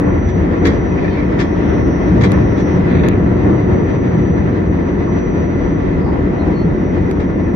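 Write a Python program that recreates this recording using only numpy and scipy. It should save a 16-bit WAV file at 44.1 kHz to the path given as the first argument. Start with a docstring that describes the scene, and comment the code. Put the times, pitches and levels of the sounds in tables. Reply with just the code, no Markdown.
"""Metro front cab at speed, through an open cutting and over switches.

Rough wheels and rails shake the car body; its panels and air space boom. The power converter
whines throughout. Wheels clank over rail gaps, a loose fitting ticks close by, flanges rub
and squeak, and the switchwork drums under the bogie."""
import sys
import numpy as np
from scipy import signal
from scipy.fft import rfft, irfft, next_fast_len
from scipy.io import wavfile
from scipy.ndimage import uniform_filter1d, minimum_filter1d

SR = 44100
rng = np.random.default_rng(int(sys.argv[2]) if len(sys.argv) > 2 else 0)


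def put_to_file(sound):
    """Save the sound as 16-bit audio at rate SR, in the file named by the first command-line argument."""
    columns = np.atleast_2d(sound).T  # one column per channel
    safe = np.clip(columns, -1, 1)
    whole_steps = np.round(safe * 32767)
    wavfile.write(sys.argv[1], SR, whole_steps.astype(np.int16))


N = 332955
TIME_S = np.arange(N) / SR
FFT_SIZE = next_fast_len(N, real=True)
FREQ_HZ = np.maximum(np.arange(FFT_SIZE // 2 + 1) * SR / FFT_SIZE, 1)

# Rolling noise through the car body. Each row: frequency in Hz, relative density in dB.
BODY_SPECTRUM = [(20, -39.5), (31, -18.5), (43, -1), (75, 3.5), (130, 0), (310, -4), (480, -13), (720, -21),
                 (1400, -29.5), (2050, -29.5), (3000, -46), (6500, -62), (9000, -86), (15000, -95.5)]
# Its stereo width. Each row: frequency in Hz, side minus mid in dB.
BODY_SPREAD = [(40, -8.5), (120, -11.5), (200, -7.5), (330, -3.5), (500, 0), (740, 2.5), (1000, 1),
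               (2000, -0.16)]
# Cab and wheel resonances. Each row: frequency in Hz, width in Hz, mid lift in dB, side lift in dB.
CAB_MODES = [(84.1, 6, 6, -5), (116, 57, -0.5, -3.5), (182.1, 41, 7.5, -2), (295.4, 37, 4, -4),
             (356.8, 30, 5.5, -2), (410, 52, 1.5, 2), (482, 36, 3.5, 1.5), (591, 44, 2.5, 2.5),
             (934, 130, 3, 0), (1420, 120, 1, 6.5), (1903, 190, 5, 2.5)]
# Track roughness, worst at the switches. Each row: time in seconds, relative level in dB.
TRACK_ROUGHNESS = [(0, -14.5), (0.25, -19.5), (0.5, -15.5), (0.85, -18), (1.72, -15.5), (1.95, -17),
                   (2.15, -12.5), (2.8, -16.5), (4.7, -16.5), (5.5, -17.5), (6.5, -16.5), (7.55, -17)]
# Slow body sway. Each row: time in seconds, level in dB.
SWAY_LEVEL = [(0, -25.5), (1.3, -28.5), (2.3, -27), (4.35, -33), (5.7, -26), (7.55, -28.5)]
# Bands above the sway: bogie boom, floor drone, wall panels, rail roar, wheel ring, tread hiss.
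# Each row: level on average track in dB, dB per dB of roughness, flutter in dB, left minus right in dB.
ROLLING_BANDS = [(-22.5, 0.2, 0.5, 2), (-19.5, 0.26, 0, 0.5), (-18, 1.0, 0.5, 2.5), (-27, 0.93, 1.0, 1.15),
                 (-36, 0.8, 1.0, 1), (-50, 1, 1.5, 1.3)]
# Track dips and humps. Each row: start and length in seconds, bogie, floor and wall levels in dB.
JOLTS = [(0.045, 0.047, -19, -24, -16), (0.17, 0.24, -16.5, -29, -35), (0.598, 0.091, -15.5, -36, -15.5),
         (1.668, 0.25, -19.5, -36, -20.5), (2.087, 0.15, -17, -13, -28), (2.254, 0.15, -16.5, -15.5, -25),
         (2.713, 0.11, -32, -15, -25), (2.902, 0.19, -18, -12.5, -15.5), (3.121, 0.25, -19.5, -21.5, -21.5),
         (3.415, 0.12, -26, -18.5, -16), (3.638, 0.14, -20.5, -23, -18.5), (4.122, 0.069, -33, -12.5, -32),
         (4.278, 0.18, -18, -20, -38), (4.643, 0.074, -17.5, -25, -26), (6.02, 0.088, -19, -26, -22.5),
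         (6.63, 0.058, -32, -14.5, -22.5), (6.99, .07, -18, -34, -41)]
# Converter switching tone. Each row: time in seconds, relative level in dB.
WHINE_LEVEL = [(0.0, -61), (0.3, -50), (0.5, -64), (0.65, -54), (1.35, -61), (1.75, -51.5), (2.76, -52.5),
               (2.85, -75), (2.95, -51.5), (3.1, -60), (4.3, -53.5), (4.6, -64), (4.75, -60), (5.25, -52.5),
               (5.75, -57.5), (6.0, -70), (6.7, -62), (7.54, -60)]
# Its standing waves at the ears. Each row: time in seconds, left phase lead in radians.
WHINE_PHASE = [(0.75, -1), (1.2, 1), (2.8, 0.78), (2.9, -1.1), (6.1, -1.1), (6.6, 0.1)]
# Its sideband balance. Each row: time in seconds, lower minus upper in dB.
SIDEBAND_BALANCE = [(2.3, 10), (3.2, -7.5), (6.2, -3), (6.8, 9)]
# A thin high tone and a narrow hiss. Each row: frequency in Hz, width in Hz, level in dB.
FAINT_HIGHS = [(8540, 12, -89.5), (11000, 610, -80.5)]
# Wheels striking rail gaps. 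Each row: start in seconds, clank level in dB, rise and contact times
# in seconds, thud level in dB.
RAIL_JOINTS = [(0.272, -33.5, 0.011, .011, -38), (0.648, -18.5, .002, 0.0033, -10),
               (0.653, -15.5, 0.0024, 0.0053, -11), (0.669, -24, .002, 0.0026, -10),
               (1.383, -26, .004, .006, -25), (1.392, -22, .005, 0.019, -20),
               (2.207, -22.5, .005, 0.0058, -31), (2.227, -18, 0.011, 0.0049, -18),
               (2.555, -34, 0.031, 0.021, -35), (4.180, -40, 0.0095, .011, -21),
               (6.449, -43.5, 0.0037, 0.0088, -17.5), (7.199, -33.5, .002, 0.006, -34)]
# Steel clank. Each row: frequency in Hz, relative density in dB.
CLANK_SPECTRUM = [(400, -3), (900, 5.5), (1400, 3), (2100, 5), (2900, -6), (4500, -8), (6800, -15.5),
                  (8200, -27.5), (10000, -44), (15000, -54)]
# Wheel resonances. Each row: frequency in Hz, width in Hz, lift in dB.
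WHEEL_MODES = [(1624, 76, 3.5), (1856, 170, 6.5), (2090, 99, 4), (2310, 130, 7), (3380, 100, 6.5),
               (3530, 110, 5), (3930, 87, 4.5), (4580, 220, 3.5)]
# Taps of the loose fitting. Each row: start in seconds, gain in dB, tilt in dB per octave,
# left minus right in dB, left ear lag in milliseconds.
TICKS = [(0.671, -34, 4, -2, 0.22), (2.3195, -27, 1, -2, 0.2), (3.0864, -23, 3, -1, 0.294),
         (7.113, -36, -2, 0, -0.083)]
# Resonances of the fitting. Each row: frequency in Hz, relative level in dB, T60 in seconds.
FITTING_MODES = [(2520, 12.5, 0.0051), (3430, 10, 0.0042), (4630, 2, 0.0066), (6400, 3.5, 0.0073),
                 (9600, -5, 0.0035), (11300, -2, 0.0055)]
# Flanges on the rail head. Each row: middle and length in seconds, centre and width in Hz, level in dB.
FLANGE_RUBS = [(0.99, 0.025, 2240, 1000, -32), (1.068, 0.057, 1810, 230, -28.5),
               (1.065, 0.071, 2380, 380, -35.5), (1.195, 0.12, 2140, 520, -34),
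               (1.11, 0.25, 3600, 2300, -47.5), (1.68, 0.23, 2300, 2200, -41.5),
               (1.715, 0.061, 1400, 600, -32), (2.35, 0.11, 1150, 1800, -27.5),
               (3.024, 0.25, 1870, 1300, -28.5), (3.01, 0.21, 3550, 1500, -41.5),
               (5.085, 0.032, 1050, 370, -28), (6.075, 0.13, 4750, 1100, -54),
               (6.11, 0.16, 840, 440, -29.5), (6.44, 0.18, 630, 740, -27)]
# Notes of a slipping wheel. Each row: middle and length in seconds, pitch in Hz, level in dB.
SQUEAKS = [(1.138, .055, 4360, -53), (1.125, .03, 3110, -50), (6.41, .03, 4188, -50),
           (6.412, .04, 3930, -53), (6.59, .085, 4350, -48.5), (6.6, .09, 4100, -59)]
# Drone over the switches. Each row: time in seconds, level in dB.
SWITCH_LEVEL = [(2.03, -36), (2.12, -19), (2.25, -13), (2.6, -24), (2.9, -25), (3.25, -19.5), (4.25, -22.5),
                (4.8, -42)]


def undb(db):
    """Decibels to gain."""
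    return np.exp(np.asarray(db) * (np.log(10) / 20))


def curve(points):
    """Breakpoints joined linearly in time."""
    return np.interp(TIME_S, *np.transpose(points))


def spectrum_db(points):
    """Breakpoints joined on a log frequency axis."""
    hz, db = np.transpose(points)
    return np.interp(np.log(FREQ_HZ), np.log(hz), db)


def bell(hz, width_hz):
    """Gaussian peak of height 1; width at half height."""
    near = np.abs(FREQ_HZ - hz) < 3 * width_hz
    return near * np.exp2(-(2 * (FREQ_HZ - hz) / width_hz) ** 2)


def lowpass(hz, order=2):
    """Butterworth gain per frequency."""
    return 1 / np.sqrt(1 + (FREQ_HZ / hz) ** (2 * order))


def minimum_phase(db):
    """Response with this spectrum that rings only after a strike."""
    cepstrum = irfft(np.log(undb(db)), FFT_SIZE)
    fold = np.where(np.arange(FFT_SIZE) < FFT_SIZE // 2, 2, 0)
    return np.exp(rfft(cepstrum * fold) - cepstrum[..., :1])


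def filtered(x, gain):
    """Apply a gain per frequency."""
    return irfft(rfft(x, FFT_SIZE) * gain, FFT_SIZE)[..., :N]


def unit_rms(x):
    """Scale to rms 1."""
    return x / np.sqrt(np.mean(x ** 2))


def steady(x, span_s):
    """Hold the running rms across channels at 1."""
    size = int(span_s * SR / 2) + 1
    power = np.mean(x ** 2, axis=0)
    return x / np.sqrt(uniform_filter1d(uniform_filter1d(power, size), size))


def noise_pair(gain):
    """Two independent filtered noises, joint rms 1."""
    return unit_rms(filtered(rng.standard_normal((2, N)), gain))


def flutter(cutoff_hz):
    """Low-passed random waver, rms 1."""
    return unit_rms(filtered(rng.standard_normal(N), lowpass(cutoff_hz)))


def impacts(median_hz, t60_s, scatter_db=1.0):
    """Envelope of a run of small, uneven impacts, rms 1."""
    gap, size = rng.standard_normal((2 * median_hz * N // SR, 2)).T
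    starts_s = np.cumsum(np.exp(gap / 2)) / median_hz - 1
    last = np.searchsorted(starts_s, TIME_S) - 1
    jagged = undb(scatter_db * size[last] - 60 * (TIME_S - starts_s[last]) / t60_s)
    return unit_rms(filtered(jagged, lowpass(4 * median_hz) ** 2))


def panel_ripple_db(spacing_hz=29.99, depth_db=6.0):
    """Crowded small panel modes above the boom: a static spectral ripple per ear."""
    grid_hz = np.arange(0, SR / 2, spacing_hz)
    heights = rng.standard_normal((len(grid_hz), 2)).T
    ripple = np.array([np.interp(FREQ_HZ, grid_hz, ear) for ear in heights])
    return depth_db * (1 - lowpass(650)) * ripple


def cab_bands(ripple_db, crossovers_hz=(58, 115, 235, 520, 1600, 2800)):
    """Noise through the cab's resonances, in seven levelled and panned bands, sway first."""
    body_db = spectrum_db(BODY_SPECTRUM)
    mid_db = body_db + sum(lift * bell(hz, width) for hz, width, lift, _ in CAB_MODES)
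    side_db = body_db + sum(lift * bell(hz, width) for hz, width, _, lift in CAB_MODES)
    mid, side = noise_pair(undb([mid_db, side_db + spectrum_db(BODY_SPREAD)]))
    cab = filtered(np.array([mid + side, mid - side]), undb(0.68 * ripple_db))
    edges = [0] + [lowpass(hz, order=8) ** 2 for hz in crossovers_hz] + [1]
    pans_db = [0] + [row[-1] for row in ROLLING_BANDS]
    return [steady(filtered(cab, high - low), span_s=0.49) * undb([[pan_db / 2], [-pan_db / 2]])
            for low, high, pan_db in zip(edges, edges[1:], pans_db)]


def rolling(ripple_db, fade_db_per_s=0.32, rail_jolt_db=-11.5):
    """Wheel and rail roughness shakes the cab; rougher track drives it harder, jolts add boom."""
    bands = cab_bands(ripple_db)
    rough_db = curve(TRACK_ROUGHNESS)
    rough_db -= rough_db.mean()
    grit = flutter(9.5)
    bogie, floor, walls, rail, wheel, hiss = (
        undb(db + slope * rough_db + grit_db * grit) for db, slope, grit_db, _ in ROLLING_BANDS)
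    bogie_jolt, floor_jolt, wall_jolt = jolts()
    fade = undb(-fade_db_per_s * (TIME_S - TIME_S.mean()))  # less ring toward plain track
    gains = (undb(curve(SWAY_LEVEL)),
             np.hypot(bogie, bogie_jolt), np.hypot(floor, floor_jolt), np.hypot(walls, wall_jolt),
             np.hypot(rail * fade, wall_jolt * undb(rail_jolt_db)),
             wheel * fade, hiss * fade)
    return sum(band * gain for band, gain in zip(bands, gains))


def jolts(attack_s=0.03, t60_s=0.43):
    """Track dips set the car booming: bogie, floor and wall gains swell, hold and decay."""
    power = np.zeros((3, N))
    for start_s, length_s, *levels_db in JOLTS:
        attack = np.clip((TIME_S - start_s) / attack_s, 0, 1)
        release = undb(-60 * np.maximum(TIME_S - start_s - length_s, 0) / t60_s)
        power += np.outer(undb(levels_db), attack * release) ** 2
    return np.sqrt(power)


def converter_whine(carrier_hz=5859.2, offset_hz=146.1, sideband_db=-71.5, waver_db=1.64):
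    """The switching tone swells and fades as the listener sways in its standing waves."""
    lag_rad = np.outer([0, 1], curve(WHINE_PHASE))
    lean_db = curve(SIDEBAND_BALANCE) / 2
    lines = ((carrier_hz, curve(WHINE_LEVEL) + 1),
             (carrier_hz - offset_hz, sideband_db + lean_db),
             (carrier_hz + 0.95 * offset_hz, sideband_db - lean_db))
    tones = sum(undb(db) * np.sin(2 * np.pi * hz * TIME_S - lag_rad) for hz, db in lines)
    return np.sqrt(2) * tones * undb(waver_db * flutter(4.5))


def faint_highs():
    """A very faint thin tone near 8.5 kHz and a narrow hiss near 11 kHz."""
    gain = sum(undb(db) * unit_rms(bell(hz, width_hz)) for hz, width_hz, db in FAINT_HIGHS)
    return filtered(rng.standard_normal(N), gain)


def wheel_lift_db():
    """Peaks that a wheel's modes put on any excitation."""
    return sum(lift_db * bell(hz, width_hz) for hz, width_hz, lift_db in WHEEL_MODES)


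def rail_joints(ripple_db, clank_t60_s=0.06, tail_t60_s=0.5, thud_t60_s=0.19, tail_db=-14.5):
    """A wheel chatters across each gap: it clanks, the cab rattles on more dully, the floor thuds."""
    clank, tail, thud = np.zeros((3, N))
    for start_s, db, rise_s, contact_s, thud_db in RAIL_JOINTS:
        span = slice(int(start_s * SR), int(start_s * SR) + SR)
        attack = np.clip((TIME_S[span] - start_s) / rise_s, 0, 1)
        age_s = np.maximum(TIME_S[span] - start_s - rise_s - contact_s, 0)
        clank[span] = np.hypot(clank[span], attack * undb(db - 60 * age_s / clank_t60_s))
        tail[span] = np.hypot(tail[span], attack * undb(db + tail_db - 60 * age_s / tail_t60_s))
        thud[span] = np.hypot(thud[span], attack * undb(thud_db - 60 * age_s / thud_t60_s))
    strikes = impacts(median_hz=160, t60_s=0.035)
    chatter = steady(strikes * rng.standard_normal((2, N)), span_s=0.015)
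    rattle = steady(undb(2 * flutter(110))[None], span_s=0.04)
    steel = minimum_phase(spectrum_db(CLANK_SPECTRUM) + ripple_db + wheel_lift_db())
    steel /= np.sqrt(np.mean(np.abs(steel) ** 2))
    floor = steady(filtered(rng.standard_normal((1, N)), bell(290, 320)), span_s=0.043)
    dull_steel = noise_pair(steel * lowpass(8000))
    return filtered(clank * chatter, steel) + tail * rattle * dull_steel + thud * floor


def wheel_rings(ring_db=-6.5, t60_s=0.21, scatter_db=4.5, tilt_db_per_oct=-3.0, detune=0.0065):
    """The wheel rings on after each gap; every blow loads its modes differently."""
    out = np.zeros((2, N))
    hz, _, lift_db = np.array(WHEEL_MODES).T
    steel_db = np.interp(hz, FREQ_HZ, spectrum_db(CLANK_SPECTRUM))
    mode_db = lift_db + steel_db + tilt_db_per_oct * np.log2(hz / hz.mean())
    for start_s, db, rise_s, _, _ in RAIL_JOINTS:
        span = slice(int(start_s * SR), int(start_s * SR) + SR // 3)
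        age_s = TIME_S[span] - start_s
        attack = np.clip(age_s / rise_s, 0, 1)
        decay = undb(db + ring_db - 60 * np.maximum(age_s - rise_s, 0) / t60_s)
        pitch_hz = hz * (1 + detune * rng.standard_normal(len(hz)))
        for ear in range(2):
            gains = undb(mode_db + scatter_db * rng.standard_normal(len(hz)))
            modes = np.sin(2 * np.pi * (np.outer(pitch_hz, age_s) + rng.random((len(hz), 1))))
            out[ear, span] += attack * decay * unit_rms(gains @ modes)
    return out


def fitting_ticks(detune=0.059):
    """A small loose part taps close by and rings for a few milliseconds."""
    out = np.zeros((2, N))
    hz, mode_db, t60_s = np.array(FITTING_MODES).T[:, :, None]
    for start_s, db, tilt_db_per_oct, pan_db, lag_ms in TICKS:
        span = int(start_s * SR) + np.arange(-SR // 500, SR // 50)
        tilted_db = mode_db + tilt_db_per_oct * np.log2(hz / hz.mean())
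        for ear, sign in enumerate((1, -1)):
            age_s = np.maximum(TIME_S[span] - start_s - sign * lag_ms / 2000, 0)
            pitch_hz = hz * (1 + detune * rng.standard_normal(hz.shape))
            modes = undb(tilted_db - 60 * age_s / t60_s) * np.sin(2 * np.pi * pitch_hz * age_s)
            out[ear, span] += undb(db + sign * pan_db / 2) * modes.sum(axis=0)
    return out


def flange_rubs(ripple_db, size=2 ** 15):
    """A flange sticks and slips in gritty bursts, exciting the wheel's modes."""
    out = np.zeros((2, N))
    slips = steady(impacts(median_hz=85, t60_s=0.11)[None], span_s=0.08)
    wheel = undb(0.56 * wheel_lift_db() + 0.8 * ripple_db[0])
    for middle_s, length_s, hz, width_hz, db in FLANGE_RUBS:
        span = np.clip(int(middle_s * SR) - size // 2 + np.arange(size), 0, N - 1)
        swell = np.exp2(-(2 * (TIME_S[span] - middle_s) / length_s) ** 4)
        gain = np.interp(np.fft.rfftfreq(size, 1 / SR), FREQ_HZ, bell(hz, width_hz) * wheel)
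        scrape = irfft(rfft(rng.standard_normal((2, size))) * gain)
        out[:, span] += undb(db) * swell * steady(scrape, span_s=0.03)
    return out * slips


def wheel_squeaks(waver_hz=12.0, right_lag_rad=0.8, rough_db=1.5):
    """A slipping wheel locks onto a rough, wavering note that swells and dies."""
    out = np.zeros((2, N))
    drift_cycles = np.cumsum(waver_hz * flutter(40)) / SR
    lag_rad = np.array([[0], [right_lag_rad]])
    grip = undb(rough_db * flutter(85))
    for middle_s, length_s, hz, db in SQUEAKS:
        span = np.abs(TIME_S - middle_s) < 2 * length_s
        swell = grip[span] * np.exp2(-(2 * (TIME_S[span] - middle_s) / length_s) ** 2)
        tone = np.sin(2 * np.pi * (hz * TIME_S[span] + drift_cycles[span]) - lag_rad)
        out[:, span] += np.sqrt(2) * undb(db) * swell * tone
    return out


def switch_drone(hz=119, width_hz=44):
    """The switchwork drums under the bogie, below the floor's own note."""
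    drum = filtered(rng.standard_normal((1, N)), bell(hz, width_hz))
    return undb(curve(SWITCH_LEVEL)) * steady(drum, span_s=0.23)


def scene():
    """Stereo sum of all sources in the cab."""
    ripple_db = panel_ripple_db()
    wheels = rail_joints(ripple_db) + wheel_rings() + flange_rubs(ripple_db) + wheel_squeaks()
    rumble = rolling(ripple_db) + switch_drone()
    return rumble + wheels + fitting_ticks() + converter_whine() + faint_highs()


def record(dry, ceiling=0.93, cutoff_hz=15800):
    """Smooth peak limiter, then a steep low-pass."""
    size = SR // 100
    needed = ceiling / np.maximum(np.abs(dry).max(axis=0), ceiling)
    held = minimum_filter1d(needed, 2 * size)
    gain = uniform_filter1d(uniform_filter1d(held, size), size)
    top_cut = signal.ellip(8, 0.2, 70, cutoff_hz, fs=SR, output="sos")
    return signal.sosfilt(top_cut, dry * gain)


dry = scene()
out = record(dry)
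put_to_file(out)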